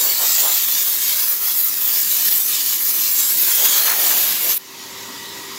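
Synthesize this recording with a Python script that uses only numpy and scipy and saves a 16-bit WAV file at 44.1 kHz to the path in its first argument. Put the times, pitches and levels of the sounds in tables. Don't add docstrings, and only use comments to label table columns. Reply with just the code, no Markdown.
import sys
import numpy as np
from scipy import signal
from scipy.fft import rfft, irfft, next_fast_len
from scipy.io import wavfile
from scipy.ndimage import uniform_filter1d, map_coordinates

SR = 44100
rng = np.random.default_rng(int(sys.argv[2]) if len(sys.argv) > 2 else 0)


def wav_record(signal):
    frames = np.transpose(np.atleast_2d(signal))
    bounded = np.clip(frames, -1, 1)
    quanta = np.round(bounded * 32767).astype(np.int16)
    wavfile.write(sys.argv[1], SR, quanta)


N = 246078
TIME = np.arange(N) / SR
TRIGGER_OFF_S = 4.579


def amp(db):
    return 10 ** (np.asarray(db) / 20)


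def unit(x):
    return x / np.sqrt(np.mean(x ** 2) + 1e-20)


def curve(rows):
    return np.interp(TIME, *np.transpose(rows))


def wobble(rate):
    return map_coordinates(rng.standard_normal(int(N * rate / SR) + 4), [TIME * rate])


def filtered(x, response):
    size = next_fast_len(N + SR // 2)
    return irfft(rfft(x, size) * response(np.fft.rfftfreq(size, 1 / SR)), size)[..., :N]


def coloured(x, spectrum):
    freqs, db = np.transpose(spectrum)
    return unit(filtered(x, lambda hz: amp(np.interp(np.log(hz + 1), np.log(freqs), db))))


def turbulence(spectrum, patchy_db):
    cells = signal.stft(rng.standard_normal(N), nperseg=512)[2]
    patches = rng.standard_normal(cells.shape)
    for _ in range(2):
        patches = uniform_filter1d(uniform_filter1d(patches, size=3, axis=0), size=9, axis=1)
    noise = signal.istft(cells * amp(patchy_db * unit(patches)), nperseg=512)[1][:N]
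    return coloured(noise, spectrum)


def resonance(centre_hz, width_hz):
    def response(hz):
        damping = (hz * width_hz) ** 2
        return damping / (damping + .42 * (hz ** 2 - centre_hz ** 2) ** 2)
    return unit(filtered(rng.standard_normal(N), response))


def swell(peak_s, scale_s, fall=1):
    away = (TIME - peak_s) / np.where(TIME < peak_s, scale_s, scale_s * fall)
    return np.cos(np.pi * np.clip(away / 1.4, -.5, .5)) ** 2


def walls(x, echo_db, count=14, latest_s=.022):
    delays = rng.uniform(.001, latest_s, count)
    sizes = rng.standard_normal(count)
    impulse = np.bincount(np.round(delays * SR).astype(int), sizes / np.linalg.norm(sizes) * amp(echo_db))
    impulse[0] = 1
    return signal.fftconvolve(x, impulse / np.linalg.norm(impulse))[:N]


# frequency in Hz, relative level in dB.
RUMBLE_SPECTRUM = [(25, -36), (50, -27), (90, -8.5), (140, -7.5), (200, -1.5), (280, 1), (350, 0.5),
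                   (450, -16.5), (700, -37)]
# time in seconds, level in dB.
RUMBLE_ENVELOPE = [(0, -44), (1.4, -46), (2.2, -40.5), (3.7, -40.5), (4.45, -36.5), (4.62, -47), (5.2, -45)]
def low_rumble():
    return turbulence(RUMBLE_SPECTRUM, patchy_db=1.5) * amp(curve(RUMBLE_ENVELOPE))


# frequency in Hz, relative level in dB.
GRINDING_SPECTRUM = [(100, -38), (350, -7), (500, -1.5), (740, -9), (1050, 1.5), (1500, -6.5), (2100, -2.5),
                     (2600, -3), (3600, -0.5), (7300, -2.5), (8500, -12)]
SPRAY_SPECTRUM = [(7000, -9.5), (8800, -9), (11500, 2), (14000, 2.5), (15700, -2.5)]
def polishing_heads():
    grinding = turbulence(GRINDING_SPECTRUM, patchy_db=2.0) * amp(-33.0 + 0.36 * wobble(12))
    spray = turbulence(SPRAY_SPECTRUM, patchy_db=0.0) * amp(-40.5)
    return grinding + spray


def spindle_hum(pitch_hz=392.5, waver_hz=3.5, drift_hz=5):
    hz = pitch_hz + waver_hz * wobble(25) + drift_hz * wobble(4)
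    phase = 2 * np.pi * np.cumsum(hz) / SR
    return unit(np.sin(phase) * amp(1.5 * wobble(12))) * amp(-47.7)


# frequency in Hz, bandwidth in Hz, relative level in dB.
PANEL_MODES = [(108, 5.4, -62), (153, 5.9, -65.5), (950, 69, -46.5), (1934, 65, -45), (3740, 500, -48)]
# time in seconds, gain in dB.
LOAD_GAIN = [(4.7, -3.5), (5.1, 1)]
def panel_drone():
    load_db = curve(LOAD_GAIN)
    return sum(amp(db + load_db - 0.1 * wobble(10)) * resonance(hz, width)
               for hz, width, db in PANEL_MODES)


# start in seconds, relative level in dB.
DROP_BURSTS = [(3.6134, -11), (3.7544, -9), (4.5418, 0.5), (4.5694, -18)]
def bursting_drops(fall_20db_s=0.0089):
    envelope = sum(amp(db - 14.0 - 20 * np.abs(TIME - start) / fall_20db_s) * (TIME >= start)
                   for start, db in DROP_BURSTS)
    fizz = coloured(rng.standard_normal(N), [(2000, -20), (7000, -17), (12000, -5), (15500, -3)])
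    return envelope * fizz


# peak time and time scale in seconds, frequency in Hz, relative level in dB.
CAVITIES = [(0.065, 0.25, 550, -40.5), (0.228, 0.093, 760, -32), (0.469, .12, 800, -32),
            (3.627, 0.1, 614, -36.5), (3.9, 0.11, 1420, -27), (4.007, 0.8, 716, -37),
            (4.24, 0.99, 3270, -30.5), (4.473, 0.14, 420, -37.5)]
def cavity_puffs(relative_width=0.66):
    return sum(amp(db) * swell(peak, scale) * resonance(hz, relative_width * hz)
               for peak, scale, hz, db in CAVITIES)


# peak time and time scale in seconds, frequency in Hz, relative level in dB.
EDGES = [(0.176, 0.43, 4470, -30), (0.315, 0.42, 7780, -29.5), (.48, 0.55, 7000, -30.5),
         (0.753, 0.87, 3500, -37.5), (2.5, 0.67, 8000, -34), (3.245, 0.29, 7550, -26),
         (3.73, .48, 3290, -29), (3.72, 0.28, 6650, -25.5), (3.88, 0.34, 4220, -30),
         (4.218, .26, 11700, -26.5), (4.505, 0.27, 12600, -24)]
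def edge_tones(lean_db, faint_count=22, low_hz=4530, high_hz=14260):
    def whistle(peak, scale, hz):
        return swell(peak, scale, fall=0.44) * resonance(hz, width_hz=190)
    loud = sum(amp(db) * whistle(peak, scale, hz) for peak, scale, hz, db in EDGES)
    faint = sum(whistle(when * TRIGGER_OFF_S, .16, low_hz + pitch * (high_hz - low_hz))
                for when, pitch in rng.random((faint_count, 2)))
    return loud + amp(-32.5 + lean_db) * faint


# frequency in Hz, relative level in dB.
GAP_SPECTRUM = [(30, -45), (100, -29), (200, -9.5), (350, -1), (600, -5.5), (900, 1.5), (1250, 2.5),
                (1900, 3), (2700, -1), (5000, -26)]
# time in seconds, nearness from 0 to 1.
HAND_NEARNESS = [(0, 0.37), (.5, 0.62), (.68, 0.14), (3.2, 0), (3.68, 0.94), (4.1, 0.92), (4.35, 0.53)]
def gap_roar(lean_db, sputter_db, near_gain_db=8.5):
    level_db = -41 + 0.24 * lean_db + near_gain_db * curve(HAND_NEARNESS)
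    return turbulence(GAP_SPECTRUM, patchy_db=1.8) * amp(level_db + 1.9 * sputter_db + .8 * wobble(30))


# frequency in Hz, relative level in dB.
STONE_SPECTRUM = [(900, -47), (1800, -10), (2600, -7), (3300, -2), (4500, 0), (5700, 0.5), (6900, 2.5),
                  (7600, 1.5), (8500, -4.5), (10500, -20.5)]
def stone_rush(aim_db, sputter_db):
    return turbulence(STONE_SPECTRUM, patchy_db=2.13) * amp(aim_db - 1.5 + 1.3 * sputter_db)


# frequency in Hz, relative level in dB.
HISS_LOWER_BAND = [(6000, -36), (8500, -14.5), (9700, -8.5), (10700, -5), (11700, 0), (12500, 0.5),
                   (13200, -2), (14000, -33), (15500, -35)]
HISS_UPPER_BAND = [(11500, -50), (12700, -14), (13400, 4.5), (14500, 6), (15200, 7), (16500, -4)]
# time in seconds, the upper band's share of the power.
UPPER_SHARE = [(0, 0.73), (.65, .76), (1.1, 0.58), (1.9, 0.81), (2.3, 0.55), (3.65, 0.7), (4.55, 0.56)]
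# time in seconds, relative level in dB.
HISS_LEVEL = [(0.0, -19.5), (0.51, -17), (0.65, -18.5), (1.34, -20), (1.38, -22.5), (1.65, -15.5),
              (1.72, -22.5), (1.8, -18), (2.43, -17.5), (2.6, -20), (3.62, -16), (4.02, -17.5),
              (4.16, -17.5), (4.41, -21), (4.45, -20), (4.55, -19.5)]
def nozzle_hiss(sputter_db):
    share = curve(UPPER_SHARE)
    lower = np.sqrt(1 - share) * turbulence(HISS_LOWER_BAND, patchy_db=1.9)
    upper = np.sqrt(share) * turbulence(HISS_UPPER_BAND, patchy_db=2.2)
    flicker_db = sputter_db + 0.32 * wobble(90) + 0.93 * wobble(810)
    return (lower + upper) * amp(curve(HISS_LEVEL) - .5 + flicker_db)


def stone_reflection(x, lag_s=.0017, sway_s=0.000172, echo_db=-12):
    delayed_index = (TIME - lag_s - sway_s * wobble(2.55)) * SR
    return (x + amp(echo_db) * map_coordinates(x, [delayed_index])) / np.hypot(1, amp(echo_db))


def valve(closing_s=0.0052, echo_db=-19, echo_t60_s=0.25):
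    since = np.maximum(TIME - TRIGGER_OFF_S, 0)
    return np.maximum(amp(-60 * since / closing_s), amp(echo_db - 60 * since / echo_t60_s))


# time in seconds, relative level in dB.
JET_AIM = [(0.0, -23), (0.04, -25), (0.41, -21), (0.59, -22), (0.67, -26), (0.79, -23), (0.87, -26),
           (1.09, -23), (1.4, -29.5), (1.51, -25), (1.7, -28.5), (2.25, -22), (2.43, -27), (2.55, -21),
           (2.87, -27.5), (3.07, -21.5), (3.13, -28.5), (3.16, -23), (3.39, -24.5), (3.69, -19),
           (3.97, -25), (4.04, -23), (4.41, -26), (4.52, -24)]
def air_gun(ease_at_s=4.528, ease_s=0.037, ease_db=-15):
    aim_db = curve(JET_AIM)
    lean_db = aim_db - aim_db.mean()
    sputter_db = 0.58 * wobble(60) + 0.6 * wobble(260)
    contact = amp(ease_db * np.clip((TIME - ease_at_s) / ease_s, 0, 1))
    jet = nozzle_hiss(sputter_db)
    jet += contact * (stone_rush(aim_db, sputter_db) + gap_roar(lean_db, sputter_db))
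    jet *= amp(0.42 * wobble(20))
    jet = walls(stone_reflection(jet), echo_db=-13)
    return valve() * (jet + edge_tones(lean_db) + cavity_puffs() + bursting_drops())


def scene(gun_gain_db=11.0):
    gun = amp(gun_gain_db) * air_gun()
    background = low_rumble() + walls(polishing_heads(), echo_db=-12.5) + spindle_hum() + panel_drone()
    return np.tile(background + gun, (2, 1))


def gain_control(x, threshold_db=-27, range_db=9.5, release_s=0.17):
    power = uniform_filter1d(np.mean(x ** 2, axis=0), size=441)
    level_db = 10 * np.log10(np.abs(power) + 1e-12)
    excess_db = np.clip(level_db - threshold_db, 1e-6, range_db)
    fading = TIME / release_s
    cut_db = np.exp(np.maximum.accumulate(np.log(excess_db) + fading) - fading)
    return x * amp(-cut_db)


def record(dry, top_hz=15780):
    return filtered(gain_control(dry), lambda hz: hz < top_hz)


dry = scene()
out = record(dry)
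wav_record(out)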